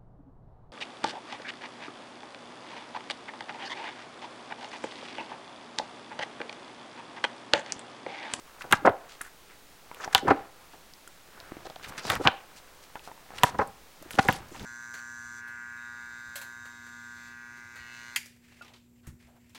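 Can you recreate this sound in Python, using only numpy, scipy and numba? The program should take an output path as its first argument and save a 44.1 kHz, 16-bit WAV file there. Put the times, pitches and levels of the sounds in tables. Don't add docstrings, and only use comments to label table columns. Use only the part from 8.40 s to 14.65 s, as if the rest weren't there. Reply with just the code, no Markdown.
import sys
import numpy as np
from scipy import signal
from scipy.fft import rfft, irfft
from scipy.io import wavfile
from scipy.ndimage import uniform_filter1d
from numba import njit

SR = 44100
rng = np.random.default_rng(int(sys.argv[2]) if len(sys.argv) > 2 else 0)


def dump_mix(stems):
    frames = np.atleast_2d(stems).T
    limited = np.clip(frames, -1, 1)
    pcm = np.round(limited * 32767).astype(np.int16)
    wavfile.write(sys.argv[1], SR, pcm)


N = 275666


def undb(db):
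    return 10 ** (np.asarray(db) / 20)


def unit_rms(x):
    return x / np.sqrt(np.mean(x ** 2))


def unit_peak(x):
    return x / np.abs(x).max()


def unit_energy(x):
    return x / np.linalg.norm(x)


def ring(x, hz, width_hz):
    return signal.lfilter(*signal.iirpeak(hz, hz / width_hz, SR), x)


def band(x, lo_hz, hi_hz):
    return signal.sosfilt(signal.butter(2, [lo_hz, hi_hz], "band", fs=SR, output="sos"), x)


def add(track, start_s, x):
    i = int(start_s * SR)
    track[i:i + len(x)] += x[:N - i]


def grit(shape, spread_db=1.8):
    return undb(spread_db * rng.exponential(size=shape)) * rng.standard_normal(shape)


@njit
def sweep(x, hz, width):
    y, band_state, low_state = np.empty(len(x)), 0., 0.
    for i in range(len(x)):
        g = np.tan(np.pi * hz[i] / SR)
        passed = (band_state + g * (x[i] - low_state)) / (1 + g * (g + width))
        band_state = 2 * passed - band_state
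        low_state += 2 * g * passed
        y[i] = width * passed
    return y


@njit
def follow(x, attack_s, release_s):
    y, level = np.empty(len(x)), 0.
    for i in range(len(x)):
        lag_s = attack_s if abs(x[i]) > level else release_s
        level += (abs(x[i]) - level) / (lag_s * SR)
        y[i] = level
    return y


def hiss(level_db=-54.5):
    # f/Hz, relative density/dB
    spectrum = [(20, 6), (40, -6), (62, 6.5), (82, -7.5), (125, -3.5), (250, -3.5), (500, -3), (1000, -4),
                (2000, -7.5), (4000, -10), (8000, -14), (13000, -17.5), (17000, -13.5)]
    hz, db = np.transpose(spectrum)
    bins_hz = np.fft.rfftfreq(N, 1 / SR)
    gain = undb(np.interp(np.log(bins_hz + 1), np.log(hz), db))
    return unit_rms(irfft(rfft(rng.standard_normal(N)) * gain, N)) * undb(level_db)


def rustle():
    # t/s, stir/dB, rumble/dB
    curves = [
        [(0, -68, -68), (.16, -55.5, -79), (.4, -52.5, -49), (.46, -52, -55), (.6, -51.5, -68),
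         (.83, -60.5, -80), (1.2, -83, -77)],
        [(1.45, -63, -74), (1.566, -50.5, -81), (1.688, -53.5, -64), (1.786, -40, -57), (1.826, -57, -54),
         (1.886, -37.5, -58), (2.022, -48, -53), (2.104, -59.5, -71), (2.45, -66, -75)],
        [(2.85, -66, -73), (2.972, -54, -64), (3.206, -52.5, -59.5), (3.362, -57.5, -70), (3.5, -46, -51),
         (3.624, -48.5, -69), (3.734, -27, -39), (3.796, -57, -45), (3.858, -34, -61), (4.014, -56.5, -69),
         (4.3, -61, -81)],
        [(4.3, -62, -72), (4.87, -62.5, -70), (4.964, -48.5, -57), (5.086, -40.5, -51), (5.142, -56, -42),
         (5.284, -56, -52), (5.4, -67, -76)],
        [(5.58, -66, -73), (5.678, -55.5, -62), (5.818, -44.5, -53), (5.91, -42, -38), (6.116, -58.5, -61.5),
         (6.25, -48, -36.5)],
    ]
    out, t = np.zeros(N), np.arange(N) / SR
    for column, lo_hz, hi_hz in [(1, 344, 1710), (2, 28, 206)]:
        gain = sum(undb(np.interp(t, c[:, 0], c[:, column], -200, -200)) for c in map(np.array, curves))
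        waver = undb(3 * unit_rms(band(rng.standard_normal(N), 26, 77)))
        friction = unit_rms(waver * band(grit(N), lo_hz, hi_hz))
        out += uniform_filter1d(gain, size=300) * friction
    return out


def swishes():
    # t/s, level/dB, starting f/Hz, width/centre, rise/s, length after the rise/s
    slides = [(.047, -58, 1500, .89, .025, .056), (.186, -47.5, 6000, 2.3, .033, 0.013),
              (.306, -42, 5960, 1.3, 0.0073, .009), (.328, -41.5, 5600, 1.6, .0017, .056),
              (0.454, -37.5, 4460, 2.1, .004, 0.016), (.681, -51.5, 3430, 2.2, 0.013, 0.09),
              (.814, -54.5, 10300, 1.3, .005, .093), (.822, -52.5, 1710, 0.7, 0.025, 0.06),
              (1.079, -57, 1980, .87, 0.02, .065), (1.544, -53, 7600, .4, 0.085, 0.044),
              (1.597, -43.5, 2300, 1.9, 0.04, 0.022), (1.724, -40, 7000, 1.9, 0.005, 0.011),
              (1.743, -40.5, 7500, 1.1, 0.0056, 0.068), (1.752, -35, 4030, 0.21, 0.0035, 0.037),
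              (1.878, -41, 3980, 2.7, .0026, .013), (1.898, -39.5, 3400, 1.24, 0.0047, .024),
              (2.179, -63, 1270, 0.93, .02, .072), (2.302, -60, 2600, 1.5, 0.026, 0.038),
              (2.911, -61, 1600, 0.37, 0.049, .27), (3.246, -50.5, 4200, 1.4, 0.0062, 0.028),
              (3.415, -47.5, 2600, 2.3, 0.025, 0.046), (3.471, -42.5, 7300, 7.5, 0.02, 0.015),
              (3.566, -43.5, 5300, 1.7, .014, .038), (3.608, -42.5, 5170, 0.84, 0.048, 0.077),
              (3.633, -46, 8400, 2.1, 0.054, 0.037), (3.693, -39, 6300, 1.5, 0.0045, 0.093),
              (3.793, -45, 5000, 2.8, 0.049, .03), (3.848, -40, 4000, 0.96, 0.0027, 0.0084),
              (3.887, -51, 3000, 0.44, .004, .15), (4.14, -51.5, 4180, 3.4, 0.033, 0.031),
              (4.41, -56.5, 4700, 2.5, .02, .036), (4.633, -53, 5300, 3.5, 0.0067, .06),
              (4.933, -46, 4200, 3.1, 0.054, 0.016), (5.004, -47, 2000, 2.7, 0.018, .02),
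              (5.041, -39, 5740, 2.2, .004, .074), (5.184, -43.5, 4640, 1.4, .0035, 0.012),
              (5.204, -52, 5300, 1, .0046, 0.042), (5.7, -48, 7400, 2.4, 0.018, 0.083),
              (5.785, -24.5, 2070, 1.8, 0.0024, .017), (5.797, -43.5, 5300, 2.8, .012, 0.098),
              (5.884, -17, 1950, 0.5, 0.0028, 0.014), (5.888, -41.5, 4740, 1.8, .0091, .11),
              (5.926, -50, 11500, .68, .006, 0.076), (6.101, -56, 7140, 0.7, .015, 0.29),
              (6.114, -57, 3200, 1.5, 0.036, 0.16)]
    hold, sag = 0.44, 0.72
    out, t = np.zeros(N), np.arange(SR // 2) / SR
    for (start, db, first_hz, width, rise, length), grains in zip(slides, grit((len(slides), len(t)))):
        hz = np.interp(t, [0, rise + length], [first_hz, sag * first_hz])
        swell = np.interp(t, [0, rise, rise + hold * length, rise + length], [0, 1, 1, 0]) ** 1.2
        patchy = undb(2.8 * unit_rms(band(grains[::-1], 32, 113)))
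        friction = unit_rms(sweep(sweep(grains, hz, width), hz, width))
        add(out, start, undb(db) * swell * patchy * friction)
    return signal.lfilter(*signal.butter(1, 8000, fs=SR), out)


def flaps():
    # t/s, level/dB, f/Hz, thump against the sheet/dB, t60/s
    slaps = [(.207, -39, 1520, -37, 0.072), (.24, -41.5, 710, -12, 0.17), (.307, -33, 990, -8, .094),
             (.323, -10.5, 1310, -13.5, 0.043), (0.417, -40, 308, -16, 0.055),
             (0.444, -20.5, 340, -13, .11), (.449, -14.5, 776, -21, 0.062), (.46, -14, 765, -27, 0.052),
             (.47, -8.5, 720, -22, 0.063), (0.484, -28.5, 780, -3, 0.074), (0.807, -37.5, 1530, -36, 0.038),
             (1.598, -40.5, 1000, -21, 0.22), (1.636, -34, 1330, -28, 0.032), (1.649, -41, 684, -11, 0.07),
             (1.674, -41, 854, -36, 0.058), (1.725, -37, 1420, -24, 0.027),
             (1.746, -13.5, 1050, -18.5, 0.033), (1.775, -29.5, 1660, -14, .03),
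             (1.824, -33, 371, -12, .055), (1.844, -26.5, 360, -19, 0.073), (1.868, -26, 805, -10, .092),
             (1.878, -16.5, 830, -10, 0.14), (1.901, -18.5, 357, -17, 0.13), (1.904, -8.5, 750, -26, 0.044),
             (2.33, -47.5, 705, -26, .05), (3.25, -39.5, 626, -32, .055), (3.441, -42.5, 2180, -24, .051),
             (3.576, -37, 2210, -11.5, 0.12), (3.647, -44, 785, 5, 0.047), (3.697, -21.5, 1230, -12, 0.02),
             (3.757, -31, 1170, -11, 0.042), (3.794, -30.5, 400, -31, 0.028), (3.804, -28, 547, -11, 0.047),
             (3.849, -23, 1160, -2, 0.039), (3.857, -25, 1130, -6, 0.12), (3.864, -15, 780, -14, .028),
             (3.871, -22.5, 2330, -29, 0.0099), (3.876, -15, 930, -13, 0.013),
             (4.555, -43.5, 850, -34, 0.08), (4.677, -46, 700, -20, 0.13), (4.909, -52, 816, -29, .08),
             (4.98, -45, 1960, -10, 0.05), (5.032, -10.5, 914, -10.5, 0.025),
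             (5.061, -35, 1300, -17, 0.084), (5.142, -34.5, 774, -6, 0.045),
             (5.188, -18.5, 820, -10.5, .11), (5.212, -20.5, 746, -22, 0.034),
             (5.653, -48.5, 295, -7, 0.054), (5.777, -29.5, 476, -15, 0.035),
             (5.785, -11.5, 890, -6.5, 0.026), (5.848, -34, 420, -12, .055), (5.885, -15, 694, -5, 0.044),
             (6.11, -43, 330, -13, 0.091), (6.144, -42.5, 1050, -28, .072), (6.2, -49, 1180, -7, .05),
             (6.208, -56.5, 275, 12, .043), (6.232, -57, 250, 10, .04)]
    # f/Hz, width/Hz, gain/dB
    book_modes = [(301, 246, 13.5), (780, 60, 8.5), (970, 120, 2), (1460, 640, 3), (2040, 270, -8)]
    rise_s, hold_s, breadth = 0.0027, 0.0063, 1.224
    out, t = np.zeros(N), np.arange(12000) / SR
    for start, db, hz, thump_db, t60 in slaps:
        sheet_noise, air_noise = rng.standard_normal((2, len(t)))
        fade = undb(-60 * np.maximum(t - rise_s - hold_s, 0) / t60)
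        burst = np.clip(t / rise_s, 0, 1) ** 2 * fade
        flutter = band(sheet_noise * burst, hz / (1 + breadth), hz * (1 + breadth))
        sheet = ring(ring(flutter, hz, 0.66 * breadth * hz), hz, 9.4 * hz)
        book = sum(undb(gain_db) * ring(sheet, f, width) for f, width, gain_db in book_modes)
        thump = undb(thump_db) * unit_energy(band(air_noise * burst, 82, 296))
        add(out, start, undb(db) * np.linalg.norm(burst) * (unit_energy(sheet + book) + thump))
    return out


def page_edge(push, hz, treble_db):
    return ring(ring(push, hz, 0.32 * hz), hz, hz) + undb(treble_db) * band(push, 5100, 14400)


def cracks():
    # t/s, peak/dB, ring f/Hz, treble/dB
    snaps = [(0.2195, -26, 2590, -22), (0.3132, -24, 2490, -14), (0.3237, -5.5, 3300, -8.5),
             (.4936, -28, 3100, -22), (0.8137, -19, 9000, -24), (1.5453, -34, 3150, -17),
             (1.6452, -22, 5700, -18), (1.7478, 5.5, 3000, -30), (1.7793, -18, 3770, -19),
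             (2.536, -34, 4930, -18), (2.676, -31, 7900, -17), (3.0011, -31.5, 4040, -21),
             (3.2554, -38, 3770, -21), (3.2995, -33.5, 3680, -29), (3.3588, -31.5, 3300, -37),
             (3.4418, -34, 3380, -14), (3.668, -23.5, 4700, -12), (3.7, -9, 3430, -14),
             (3.722, -23, 3650, -16), (3.753, -21.5, 2870, -16), (3.8725, 2, 2840, -36.5),
             (4.5554, -33, 2530, -22), (4.5933, -36, 2780, -23), (4.9845, -24.5, 2790, -25),
             (5.0335, -2, 3080, -7.5), (5.2734, -31.5, 8640, -18), (5.624, -31, 6460, -1),
             (5.7068, -25.5, 2400, -13), (5.7118, -27, 8750, -18), (5.733, -30, 3380, -13.5),
             (5.753, -31, 3000, -22), (5.8286, -27, 5040, -12), (5.88, -21, 7500, -18),
             (5.8864, -15.5, 2420, -19), (5.907, -24, 3350, -20), (5.925, -20.5, 2980, -9),
             (6.084, -37, 6300, -11), (6.1615, -35, 2570, -23), (6.195, -31, 3580, -20),
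             (6.2257, -35, 4830, -13)]
    tail_db, tail_t60_s, tail_rise_s = -17.5, 0.034, 0.0021
    tick_delay_s = 0.001
    out, t = np.zeros(N), np.arange(6000) / SR
    tail_shape = undb(tail_db - 60 * t / tail_t60_s) * np.clip(t / tail_rise_s, 0, 1)
    for start, db, hz, treble_db in snaps:
        tick_noise, tail_noise = rng.standard_normal((2, len(t)))
        push = 2.12 * (t == 0) + 1.57 * tick_noise * np.exp(-t / 0.000067)
        tick = unit_peak(page_edge(push, hz, treble_db))
        tail = unit_rms(page_edge(tail_noise, hz, treble_db)) * tail_shape
        add(out, start + tick_delay_s, undb(db) * (tick + tail))
    return out


def taps():
    # t/s, level/dB, f/Hz
    touches = [(.808, -29, 1650), (1.511, -30, 970), (1.674, -26, 856), (2.672, -35.5, 1400),
               (3.117, -27.5, 340), (3.165, -31.5, 320), (3.248, -40, 690), (3.255, -47, 583),
               (3.265, -35, 804), (3.268, -35, 530), (3.296, -33.5, 765), (3.302, -36, 630),
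               (3.359, -32.5, 740), (3.503, -39.5, 278), (4.552, -27.5, 904), (4.672, -31.5, 760),
               (4.712, -33.5, 910), (4.774, -42.5, 940), (4.902, -35, 800), (4.934, -35.5, 780),
               (5.613, -41, 308), (5.623, -36.5, 614), (5.705, -35.5, 1460), (5.739, -33.5, 250),
               (5.749, -35, 328)]
    t60_s, click_db = 0.022, -4.5
    flatten_s = 0.0035
    out, t = np.zeros(N), np.arange(4000) / SR
    fade = undb(-60 * t / t60_s)
    click = undb(click_db) * np.exp(-0.5 * ((t - 0.0003) / 0.00009) ** 2)
    for start, db, hz in touches:
        upper_hz, phase = hz * rng.uniform(1.77, 2.33), rng.uniform()
        upper = 0.5 * fade * np.sin(2 * np.pi * (upper_hz * t + phase))
        body = unit_peak(fade * (np.sin(2 * np.pi * hz * t) + upper))
        add(out, start + flatten_s, undb(db) * (body + click))
    return out


def room(direct):
    # f/Hz, width/Hz, level/dB, t60/s
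    ranges = [(740, 800, -28.5, 0.4), (1210, 4500, -26, 0.16), (3350, 3200, -27, .24)]
    response, t = 0, np.arange(SR // 2) / SR
    for hz, width, db, t60 in ranges:
        tail = ring(rng.standard_normal(len(t)), hz, width) * undb(-60 * t / t60) * (t > 0.004)
        response += undb(db) * unit_energy(tail)
    return signal.fftconvolve(direct, response)[:N]


def scene():
    book = cracks() + flaps() + taps() + swishes() + rustle()
    return (book + room(book) + hiss())[None]


def record(dry):
    threshold_db, ratio, dc_offset, top_hz = -32.5, 1.218, 0.001, 16000
    level = follow(dry[0], attack_s=0.027, release_s=0.15)
    gain = np.minimum(undb(threshold_db) / (level + 1e-9), 1) ** (1 - 1 / ratio)
    converted = np.clip(dry * gain + dc_offset, -1, 1)
    return signal.sosfilt(signal.ellip(14, 0.2, 95, top_hz, fs=SR, output="sos"), converted)


dry = scene()
out = record(dry)
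dump_mix(out)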